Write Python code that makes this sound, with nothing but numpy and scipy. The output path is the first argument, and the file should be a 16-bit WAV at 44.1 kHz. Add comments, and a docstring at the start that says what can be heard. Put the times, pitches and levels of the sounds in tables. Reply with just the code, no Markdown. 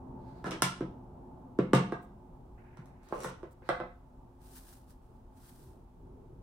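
"""A low room rush and the soft brush of a hand come first; then small plastic makeup containers are
picked up, snapped and set down on a table in a bare, boomy room, and one case slides.
Each contact bends the table top, rattles the hollow case and clicks at its rim; the room rings on.
Then a sleeve brushes past and clothes rustle: noise shaped in colour and loudness, like all the rubbing.
The room rush is steady deep noise, a slowly settling middle part and a faint hiss."""
import sys
import numpy as np
from scipy import signal
from scipy.fft import rfft, irfft, next_fast_len
from scipy.io import wavfile
from scipy.ndimage import uniform_filter1d, map_coordinates

SR = 44100
rng = np.random.default_rng(int(sys.argv[2]) if len(sys.argv) > 2 else 0)


def int16_out(signal):
    """Quantize to a 16-bit WAV file."""
    q = np.round(np.clip(np.atleast_2d(signal).T, -1, 1) * 32767)
    wavfile.write(sys.argv[1], SR, q.astype(np.int16))


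N = 283473

# Levels in the tables are those before the path, room and microphone gains.
# Cases meeting the table: t/s, case, table knock level/dB, knock f/Hz, cycles for a 60 dB decay,
# case clack level/dB, rim click level/dB, brightness/(dB per octave), spot (0 middle .. 1 right edge),
# room answer level/dB
TABLE_CONTACTS = [(.442, "compact", -36, 322, 3.9, -38, -54, 2, .08, 2.5),
                  (.459, "compact", -40, 248, 9.6, -41.5, -49, -4, 0.5, 3),
                  (.469, "compact", -32.5, 320, 3.9, -46, -52.5, 3.5, 0.062, 3),
                  (.517, "compact", -32.5, 335, 6, -40.5, -44.5, -3, 0.38, 3),
                  (.6208, "compact", -26.5, 332, 3.2, -21.5, -17, 4, 0.2, -3.5),
                  (.807, "compact", -25, 324, 4.9, -42, -53, -9.5, 0.17, -1.5),
                  (1.588, "jar", -15, 331, 4.6, -32.5, -45, -9, 0.2, -1.5),
                  (1.7328, "jar", -12.5, 337, 2.6, -19, -32, -6.5, 0.07, -2),
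                  (1.7501, "jar", -25.5, 255, 3.5, -32, -32, -1.5, 0.83, 0),
                  (1.771, "jar", -44, 300, 4.3, -32, -47, -7, 0.7, -3.5),
                  (1.9217, "jar", -27, 350, 4.4, -32.5, -53.5, -0.5, 0.45, -2.5),
                  (2.7715, "palette", -50.5, 318.7, 5.6, -53, -61, -3, .42, -2.5),
                  (2.788, "palette", -40, 143.7, 6.7, -65, -89, 8, 0.11, -2),
                  (3.1241, "palette", -27.5, 447, 1.7, -32, -54, -16.5, 0.76, -2.5),
                  (3.245, "palette", -42.5, 300, 1.8, -33.5, -58, -2.5, .05, -1.5),
                  (3.43, "palette", -36.5, 368, 4, -45.5, -63, -8, 0.94, -1.5),
                  (3.621, "tube", -51.5, 451, 6.2, -57.5, -76.5, -7, 1, -4),
                  (3.6898, "tube", -24, 480, 3.7, -23.5, -42.5, 1.5, 0.84, -1.5),
                  (3.801, "tube", -30, 531, 3, -31.5, -54.5, -7.5, .75, -2)]
# Light plastic ticks and rattling lids, clear of the table:
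# t/s, case, rim click level/dB, brightness/(dB per octave), 60 dB decay of the skid/s
LIGHT_TICKS = [(0.509, "compact", -38, -5, 0.0057), (.63, "compact", -32, -3, .006),
               (1.7345, "jar", -35, 2, 0.014), (1.741, "jar", -36.5, -6, 0.0052),
               (2.041, "jar", -71.5, 9, .006), (2.858, "palette", -61, 8, .006),
               (3.032, "palette", -68, 2, .006), (3.087, "palette", -57.5, 2.5, 0.0073),
               (3.156, "palette", -57, 2, .004), (3.204, "palette", -46, 3, 0.0063),
               (3.233, "palette", -42, 7, 0.022), (3.242, "palette", -40.5, 8.5, 0.024),
               (3.252, "palette", -47, 3, .008), (3.281, "palette", -53, -1, .012),
               (3.51, "palette", -69.5, 15, .012)]
# Resonances and hollows of each plastic shell, by case: f/Hz, width/Hz, level/dB
SHELL_RESONANCES = { "compact": [(913, 55, 4), (1025, 70, 6), (1350, 170, 7.5), (1610, 140, 6),
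                    (2260, 130, 3.5), (2860, 87, 5.5), (3400, 420, 3), (5200, 400, 6), (5800, 500, 7),
                    (7100, 260, 3), (8550, 600, 4.5), (10000, 780, 7.5), (12700, 500, 4), (14800, 500, 4)],
                    "jar": [(702, 33, 5.5), (910, 67, 8), (1080.6, 40, 6), (1196, 100, 7), (1358, 77, 4),
                    (1600, 77, 5), (2170, 60, 9.5), (2480, 200, -1.5), (2760, 240, 5.5), (3120, 100, 4),
                    (3760, 120, 3), (5680, 400, 5.5), (6750, 350, 0.5), (8170, 630, 3.5), (12900, 750, 2)],
                    "palette": [(353, 81, 7), (540, 120, 5.5), (687, 62, 4), (1055, 44, 7.5), (1157, 41, 9),
                    (1460, 44, 5.5), (1970, 221.5, 0.5), (5820, 650, 7), (7650, 320, 2.5), (8200, 300, 3.5),
                    (10200, 760, 8.5), (14000, 2300, -1)], "tube": [(358, 64, 12.5), (436.6, 82, -12),
                    (526, 59, 6.5), (697, 71, 11), (853, 41, 4.5), (1096, 50, 7.5), (1360, 130, 7),
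                    (1606, 170, 3), (1820, 100, -3), (2035, 110, 7.5), (2586, 92, 11), (3310, 480, 8),
                    (3950, 410, 1.5), (5203, 700, 6.5), (6740, 590, -11), (8700, 1100, 2)]}
# Colour of the hollow case's clack: f/Hz, level/dB
CASE_COLOUR = [(200, -29.5), (450, -10.5), (700, 6.5), (950, 5), (1300, 3), (1800, -1), (2600, -20),
               (4000, -19.5), (8000, -47.5), (16000, -76.5)]
# Colour of the rim's click: f/Hz, level/dB
RIM_COLOUR = [(500, -33), (1500, -6.5), (2000, 0.5), (2800, 2.5), (4400, 0.5), (5300, 1), (6500, 1),
              (8700, 5), (11000, -8.5), (13000, -7.5), (16000, -15.5)]
# A case slides in two pushes: t/s, length/s, level/dB
SLIDE_PUSHES = [(3.1, 0.17, -45.5), (3.21, 0.12, -47.5)]
# Colour of the sliding scrape: f/Hz, level/dB
SCRAPE_COLOUR = [(100, -13), (200, -11), (340, 3), (450, 3.5), (700, -6.5), (1200, -10), (2100, -19.5),
                 (4400, -31), (6000, -29), (8000, -36), (11000, -33), (15500, -29)]
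# The rim digs in as the case tips: t/s, length/s, level/dB
RIM_RASPS = [(3.11, 0.13, -67), (3.175, 0.16, -58)]
# A sleeve brushes past, snags and brushes back: t/s, pull level/dB
SLEEVE_PULL = [(4.33, -98), (4.388, -91), (4.415, -73.5), (4.554, -63), (4.566, -59), (4.582, -61.5),
               (4.63, -67), (4.71, -65.5), (4.78, -68.5), (4.862, -83), (4.885, -73.5), (4.908, -70),
               (4.976, -88.5), (5.168, -85.5), (5.26, -102), (5.354, -82), (5.367, -74), (5.49, -67.5),
               (5.672, -71.5), (5.82, -88), (5.85, -91.5)]
# Colour of the sleeve's hiss: f/Hz, level/dB
SLEEVE_COLOUR = [(800, 0), (1600, 4.5), (2200, -4), (2700, -2.5), (3600, -2), (5000, -0.5), (7000, -3.5),
                 (9000, 1.5), (11500, -3.5), (13000, -1.5), (15000, -0.5), (16000, -7.5)]
# Fingers on a case: t/s, length/s, level/dB
FINGER_STROKES = [(2.575, 0.26, -68.5), (2.83, 0.34, -76), (3.625, 0.073, -69)]
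# Colour of the fingers' rubbing: f/Hz, level/dB
FINGER_COLOUR = [(600, -22), (1500, 15), (2600, 7.5), (3400, -14), (9000, -27), (15000, -24)]
# A fingertip skids off smooth plastic: t/s, length/s, level/dB
FINGER_SKIDS = [(2.008, .055, -72), (3.025, .055, -73), (3.505, .035, -69.5)]
# Colour of the fingertip's skid: f/Hz, level/dB
SKID_COLOUR = [(2000, -15), (6000, -8), (8400, 3), (11000, -8), (14500, 0.5)]
# A hand brushes over the table: t/s, length/s, level/dB
HAND_STROKES = [(.16, 0.37, -67), (3.0, 0.26, -63), (3.62, 0.2, -61)]
# Colour of the hand's brush: f/Hz, level/dB
HAND_COLOUR = [(1500, 1.5), (2800, -11.5), (3500, -10.5), (4400, -5.5), (5600, -17), (14000, -25)]
# Dull rustle of leaning forward: t/s, length/s, level/dB
LEAN_STROKES = [(5.08, 0.095, -59), (5.55, 0.32, -56.5), (5.92, 0.6, -53.5)]
# Colour of the thick cloth: f/Hz, level/dB
THICK_CLOTH_COLOUR = [(40, -5.5), (80, 3), (140, 4.5), (260, -14.5), (370, -1), (600, -20), (1200, -47.5),
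                      (4000, -68.5)]
# Time the room's tail takes to fall by 60 dB: f/Hz, decay/s
ROOM_DECAY = [(150, 0.93), (500, 0.25), (1200, 0.41), (1900, 0.36), (3000, .39), (4500, 0.36), (9000, 0.3),
              (15000, 0.13)]
# Colour of the room's answer: f/Hz, level/dB
WALL_COLOUR = [(60, -33.5), (130, -2.5), (250, -13.5), (370, -11.5), (520, 0.5), (1000, 0), (3000, 3.5),
               (9000, -10), (15000, -6.5)]
# How alike the two microphones hear a spread-out sound: f/Hz, likeness (1 same, 0 unrelated)
LEFT_RIGHT_LIKENESS = [(150, 0.97), (300, 0.94), (600, .35), (1200, .25), (2200, -.2), (4000, 0.13),
                       (9000, 0.1), (14000, -0.2)]
# The room's lowest standing waves: f/Hz, level/dB, 60 dB decay/s
STANDING_WAVES = [(135, 3.5, 0.26), (182, 1.5, 0.33)]
# What table and room keep ringing with: f/Hz, level/dB, 60 dB decay/s
ROOM_RINGS = [(205, -7.5, 0.76), (270, -16, 0.11), (325.5, -2, 0.21), (400, -16.5, 0.43), (506, 0, 0.32),
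              (486, -10.5, 0.35), (710, -7.5, 0.53), (928, -2, 0.25), (1017, -9.5, 0.17), (1165, -8, 0.23),
              (1357, -3.5, 0.12), (1502, -6, 0.43), (1700, -11, 0.35)]
# Colour of the room rush: f/Hz, level/dB
AIR_COLOUR = [(12, -33), (20, -3.5), (33, -1), (46, 4), (60, -1), (92, -4.5), (122, -3.5), (213, -7.5),
              (259, -4), (298, -14), (362, -12.5), (505, -16.5), (881, -13.5), (1870, -39.5), (3350, -44),
              (4310, -47.5), (15500, -50)]
# Bumps in the rush: f/Hz, width/Hz, level/dB
AIR_BUMPS = [(121.4, 4.8, 8.5), (259, 25, 5), (357.5, 21, 11.5), (874.3, 23, 9)]
# The two microphones differ: f/Hz, left minus right level/dB
MICROPHONE_BALANCE = [(300, 0.5), (700, -2.5), (2000, -1.5), (4500, -0.5), (8000, 2.5), (13000, -0.5)]

BOOM_DB, EDGE_LOSS_DB = -7.5, 22  # boom against a blow in the middle; what the stiff table edge takes off
MIDDLE_RIGHT, EDGE_RIGHT = .15, 0.99  # direction of table middle and edge, right of centre 0..1
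TICK_CLACK_DB, TICK_RIGHT = -4.5, .7  # a tick's clack against its click; its direction
SETTLE_S, SETTLE_LOSS_DB = .0028, 5.5  # mean time between rocking touches; loss from one to the next
CHATTER_ALIKE = .55  # share of a rim's skid that both microphones hear alike
CATCHES_PER_S, CATCH_SPREAD_DB = 650, 5  # the rim's tiny catches and their scatter in size
SLEEVE_DB, SNAG_DB = 3, 1  # whole hiss against its pull level; extra treble at the hardest pull
RUSH_START_DB, RUSH_REST_DB, RUSH_SETTLE_S = -47, -58, 2.4  # the rush starts louder and settles
TOP_HZ = 15900  # upper band limit


def containers():
    """Table contacts knock, clack, click and boom, less boom near the edge; ticks only clack and click."""
    out = np.zeros((2, N + SR))
    t = np.arange(SR * 3 // 5) / SR
    for (start, case, knock_db, knock_hz, cycles, clack_db, click_db,
         bright_db, spot, room_db) in TABLE_CONTACTS:
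        bend = amp(knock_db) * knock(knock_hz, cycles, case)
        clack = amp(clack_db) * settling(ringing(CASE_COLOUR, case, bright_db))
        click = amp(click_db) * ringing(RIM_COLOUR, case, bright_db)
        force = amp(knock_db) + amp(clack_db)
        boom = force * amp(BOOM_DB - EDGE_LOSS_DB * spot) * modes(t, STANDING_WAVES, attack=0.011)
        right = MIDDLE_RIGHT + (EDGE_RIGHT - MIDDLE_RIGHT) * spot
        hit = contact(t, bend + clack, click, right, room_db, skid_s=.0055)
        out[:, round(start * SR):][:, :len(t)] += hit + boom
    t = t[:SR // 4]
    for start, case, click_db, bright_db, skid_s in LIGHT_TICKS:
        clack = amp(click_db + TICK_CLACK_DB) * ringing(CASE_COLOUR, case, bright_db)
        click = amp(click_db) * ringing(RIM_COLOUR, case, bright_db)
        hit = contact(t, clack, click, TICK_RIGHT, room_db=-1.5, skid_s=skid_s)
        out[:, round(start * SR):][:, :len(t)] += hit
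    return out[:, :N]


def contact(t, body, click, right, room_db, skid_s):
    """A body sound and a rim click reach the microphones straight and by way of the room."""
    def through(x, path):
        return signal.fftconvolve(x[None], path, axes=1)[:, :len(t)]

    body = dispersed(body, travel=0.001111)
    answer = amp(room_db) * room(t, tail_db=-33.0, early_db=2.5, early_t60=0.18, rings_db=-54.5)
    rim_path = answer + amp(-8.0) * chatter(t, skid_s, right)
    hit = through(body, answer) + through(click, rim_path)
    hit[:, :len(body)] += amp(-4.5) * from_side(body, right)
    return hit


def knock(hz, cycles, case, size=4096):
    """A heavily damped bend of the table top, weak in deep bass; the case on it resonates along."""
    t = np.arange(size) / SR
    swell = 1 - np.exp(-t / 0.0035)
    bend = np.sin(2 * np.pi * hz * t) * amp(-60 * t * hz / cycles) * swell
    shell = causal(bumps(SHELL_RESONANCES[case], np.fft.rfftfreq(size, 1 / SR)))
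    bend = signal.fftconvolve(bend, shell)[:size]
    return burst(signal.lfilter(*signal.butter(2, 150, "high", fs=SR), bend))


def ringing(spectrum, case, tilt_db, size=4096):
    """A struck plastic shell: each contact has its own brightness and favours its own fine resonances."""
    hz = np.fft.rfftfreq(size, 1 / SR)
    octaves = np.log2(1 + hz / 1000)
    ripple = unit(uniform_filter1d(rng.standard_normal(len(hz)), size=6))
    ripple_db = 2.2 * ripple * hz / (hz + 1000)  # grows towards the treble
    shell_db = bumps(SHELL_RESONANCES[case], hz)
    return burst(causal(along(spectrum, hz) + shell_db + ripple_db + tilt_db * octaves))


def settling(x, count=3):
    """A case never lands flat: weaker touches follow within milliseconds and make the clack clatter."""
    gaps, sizes = rng.uniform(.5, 1.5, (2, count))
    times = np.round(np.cumsum(gaps) * SETTLE_S * SR).astype(int)
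    touches = np.zeros(len(x))
    touches[0] = 1
    touches[times] = sizes * amp(-SETTLE_LOSS_DB * np.arange(1, count + 1))
    return burst(signal.fftconvolve(x, touches)[:len(x)])


def chatter(t, t60, right):
    """A rim skids for a few milliseconds before it seats; the microphones hear it only partly alike."""
    shape = amp(-60 * t / t60) * (1 - np.exp(-t / 0.00053)) ** 2
    slips = rng.standard_normal((3, len(t))) * shape
    shared = np.sqrt(CHATTER_ALIKE) * from_side(slips[0], right)
    force = shared + np.sqrt(1 - CHATTER_ALIKE) * slips[1:]
    return force / np.sqrt(np.mean(np.sum(force ** 2, axis=1)))


def slide():
    """The palette scrapes: its body judders, its rim catches in tiny clicks, and both ring in the room."""
    slips = rubbing(SLIDE_PUSHES, SCRAPE_COLOUR, ease=0.31, uneven_db=2.8, grain_db=3.0, grain_rate=700)
    body = filtered(slips, lambda hz: 1 / (1 + (hz / 2000) ** 4))
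    judder = unit(amp(4 * wobble(170)))
    sizes = amp(CATCH_SPREAD_DB * rng.standard_normal((2, N)))
    catches = (rng.random(N) < CATCHES_PER_S / SR) * sizes
    clicks = filtered(catches, lambda hz: amp(along(RIM_COLOUR, hz)))
    rasp = stroke(RIM_RASPS, ease=0.39) * unit(clicks)
    force = slips + body * (judder - 1) + rasp  # only the body part judders
    scrape = filtered(force, lambda hz: amp(bumps(SHELL_RESONANCES["palette"], hz)))
    answer = room(np.arange(SR // 2) / SR, tail_db=-32.5, early_db=-3, early_t60=0.14, rings_db=-60.5)
    return amp(-3.5) * scrape + signal.fftconvolve(scrape, answer, axes=1)[:, :N]


def sleeve():
    """Fibres slip and flutter; the harder the cloth pulls, the brighter the hiss."""
    times, level_db = np.transpose(SLEEVE_PULL)
    pull = amp(np.interp(np.arange(N) / SR, times, level_db, left=-120, right=-120))
    slips = rng.standard_normal((2, N)) * amp(1.8 * wobble(900))
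    hiss = unit(diffuse(slips, SLEEVE_COLOUR))
    treble = filtered(hiss, lambda hz: 1 - 1 / (1 + (hz / 6500) ** 4))
    flutter = amp(1.1 * wobble(30) + 1.1 * wobble(130))
    brighter = hiss + amp(SNAG_DB) * pull / pull.max() * treble
    return amp(SLEEVE_DB) * pull * flutter * brighter


def rubbing(rows, spectrum, ease, uneven_db, grain_db, grain_rate):
    """Friction: countless tiny slips, clumped in time, under the uneven pressure of a stroke."""
    slips = rng.standard_normal((2, N)) * amp(grain_db * wobble(grain_rate))
    pressure = stroke(rows, ease) * amp(uneven_db * wobble(30.32))
    return pressure * unit(diffuse(slips, spectrum))


def stroke(rows, ease):
    """Loudness of movements that each speed up and slow down over the share ease of their length."""
    t, gain = np.arange(N) / SR, np.zeros(N)
    for start, length, db in rows:
        to_end = np.minimum(t - start, start + length - t) / length  # distance to the nearer end
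        gain += amp(db) * np.sin(np.pi / 2 * np.clip(to_end / ease, 0, 1)) ** 2
    return gain


def room(t, tail_db, early_db, early_t60, rings_db):
    """Close walls answer within milliseconds, then a diffuse tail and a few resonances ring on."""
    hz, frames, bands = signal.stft(rng.standard_normal((2, len(t))), SR, nperseg=256)
    fading = bands * amp(-60 * frames / along(ROOM_DECAY, hz)[:, None])  # each band at its own pace
    tail = signal.istft(fading, SR, nperseg=256)[1][:, :len(t)]
    early = rng.standard_normal((2, len(t))) * amp(early_db - 60 * t / early_t60)
    arrival = 1 - np.exp(-(t / 0.0051) ** 2)
    walls = diffuse(tail + early, WALL_COLOUR) * amp(tail_db) * arrival
    return walls + amp(rings_db) * modes(t, ROOM_RINGS, attack=0.0016)


def modes(t, table, attack):
    """Decaying resonances that build up smoothly, struck a little differently each time."""
    ring = np.zeros(len(t))
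    for hz, db, t60 in table:
        fade = amp(db + rng.normal(0, 1) - 60 * t / t60)
        ring += fade * np.sin(2 * np.pi * (hz * t + rng.random()))
    return ring * (1 - np.exp(-t / attack)) ** 2


def air():
    """The room's steady deep rumble, a slowly settling rush above it and a faint even hiss."""
    noise = diffuse(rng.standard_normal((2, N)), AIR_COLOUR)
    noise = unit(filtered(noise, lambda hz: amp(bumps(AIR_BUMPS, hz))))
    deep = filtered(noise, lambda hz: 1 / (1 + (hz / 90) ** 4))
    low = filtered(noise, lambda hz: 1 / (1 + (hz / 1300) ** 4))
    settle = np.exp(-(np.arange(N) / SR / RUSH_SETTLE_S) ** 2)
    rush_db = RUSH_REST_DB + (RUSH_START_DB - RUSH_REST_DB) * settle
    rush = (low - deep) * amp(rush_db + 1.0 * wobble(9.9))
    return amp(-51.5) * deep + rush + amp(-54.0) * (noise - low)


def diffuse(pair, spectrum):
    """Two unrelated noises become a coloured sound field: alike in the bass, nearly unrelated higher up."""
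    def mix(hz):
        turn = np.arccos(np.clip(along(LEFT_RIGHT_LIKENESS, hz), -.99, .995)) / 2
        return amp(along(spectrum, hz)) * [np.cos(turn), np.sin(turn)]

    mid, side = filtered(pair, mix)
    return np.array([mid + side, mid - side])


def dispersed(x, travel):
    """Bending waves: high frequencies arrive first; travel is the delay in s at 1 kHz."""
    return filtered(x, lambda hz: np.exp(-4j * np.pi * travel * np.sqrt(1000 * hz)))


def from_side(x, right):
    """A sound from the right reaches the right microphone sooner and stronger."""
    ears = right * np.array([[-1], [1]])
    return amp(1.2 * ears) * filtered(x, lambda hz: np.exp(2j * np.pi * hz * ears * 4.5e-5))


def filtered(x, response):
    """Multiply the spectrum of x by a response of frequency."""
    n = x.shape[-1]
    padded = next_fast_len(n + SR // 8)
    return irfft(rfft(x, padded) * response(np.fft.rfftfreq(padded, 1 / SR)), padded)[..., :n]


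def causal(gain_db):
    """The promptest impulse response (minimum phase) that has this gain over frequency."""
    cepstrum = irfft(np.log(amp(gain_db)))
    half = len(cepstrum) // 2
    cepstrum[1:half] *= 2
    cepstrum[half + 1:] = 0
    return irfft(np.exp(rfft(cepstrum)))


def bumps(peaks, hz):
    """Lift in dB from resonances given as (f/Hz, width/Hz, level/dB)."""
    return sum(db / (1 + (2 * (hz - centre) / width) ** 2) for centre, width, db in peaks)


def along(points, hz):
    """Read a curve of (f/Hz, value) points on a log frequency axis."""
    f, values = np.transpose(points)
    return np.interp(np.log(hz + 1), np.log(f + 1), values)


def wobble(rate):
    """A smooth random curve through rate random points a second."""
    points = rng.standard_normal(int(N * rate / SR) + 4)
    return map_coordinates(points, [np.arange(N) * rate / SR])


def burst(x):
    """Scale a short sound so that its energy equals rms 1 over 10 ms."""
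    return x / np.sqrt(np.mean(np.sum(x ** 2, axis=-1)) / (SR * .01) + 1e-20)


def unit(x):
    """Scale to rms 1."""
    return x / np.sqrt(np.mean(x ** 2) + 1e-20)


def amp(db):
    """Turn dB into an amplitude factor."""
    return 10 ** (np.asarray(db) / 20)


def scene():
    """Contacts, the rubbing of cases, fingers and clothes, and the room."""
    fingers = rubbing(FINGER_STROKES, FINGER_COLOUR, ease=0.023, uneven_db=0.5, grain_db=2.0, grain_rate=130)
    scuffs = rubbing(FINGER_SKIDS, SKID_COLOUR, ease=.35, uneven_db=1.1, grain_db=2.4, grain_rate=500)
    reach = rubbing(HAND_STROKES, HAND_COLOUR, ease=0.35, uneven_db=1.2, grain_db=0.5, grain_rate=150)
    lean = rubbing(LEAN_STROKES, THICK_CLOTH_COLOUR, ease=0.17, uneven_db=-0.5, grain_db=1.0, grain_rate=25)
    return containers() + slide() + sleeve() + fingers + scuffs + reach + lean + air()


def record(dry):
    """Two slightly unequal microphones with a steep cut at the upper band limit."""
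    halves = np.array([[.5], [-.5]])  # left gets half the difference, right loses half
    heard = filtered(dry, lambda hz: amp(along(MICROPHONE_BALANCE, hz) * halves))
    return filtered(heard, lambda hz: 1 / np.sqrt(1 + (hz / TOP_HZ) ** 160))


dry = scene()
out = record(dry)
int16_out(out)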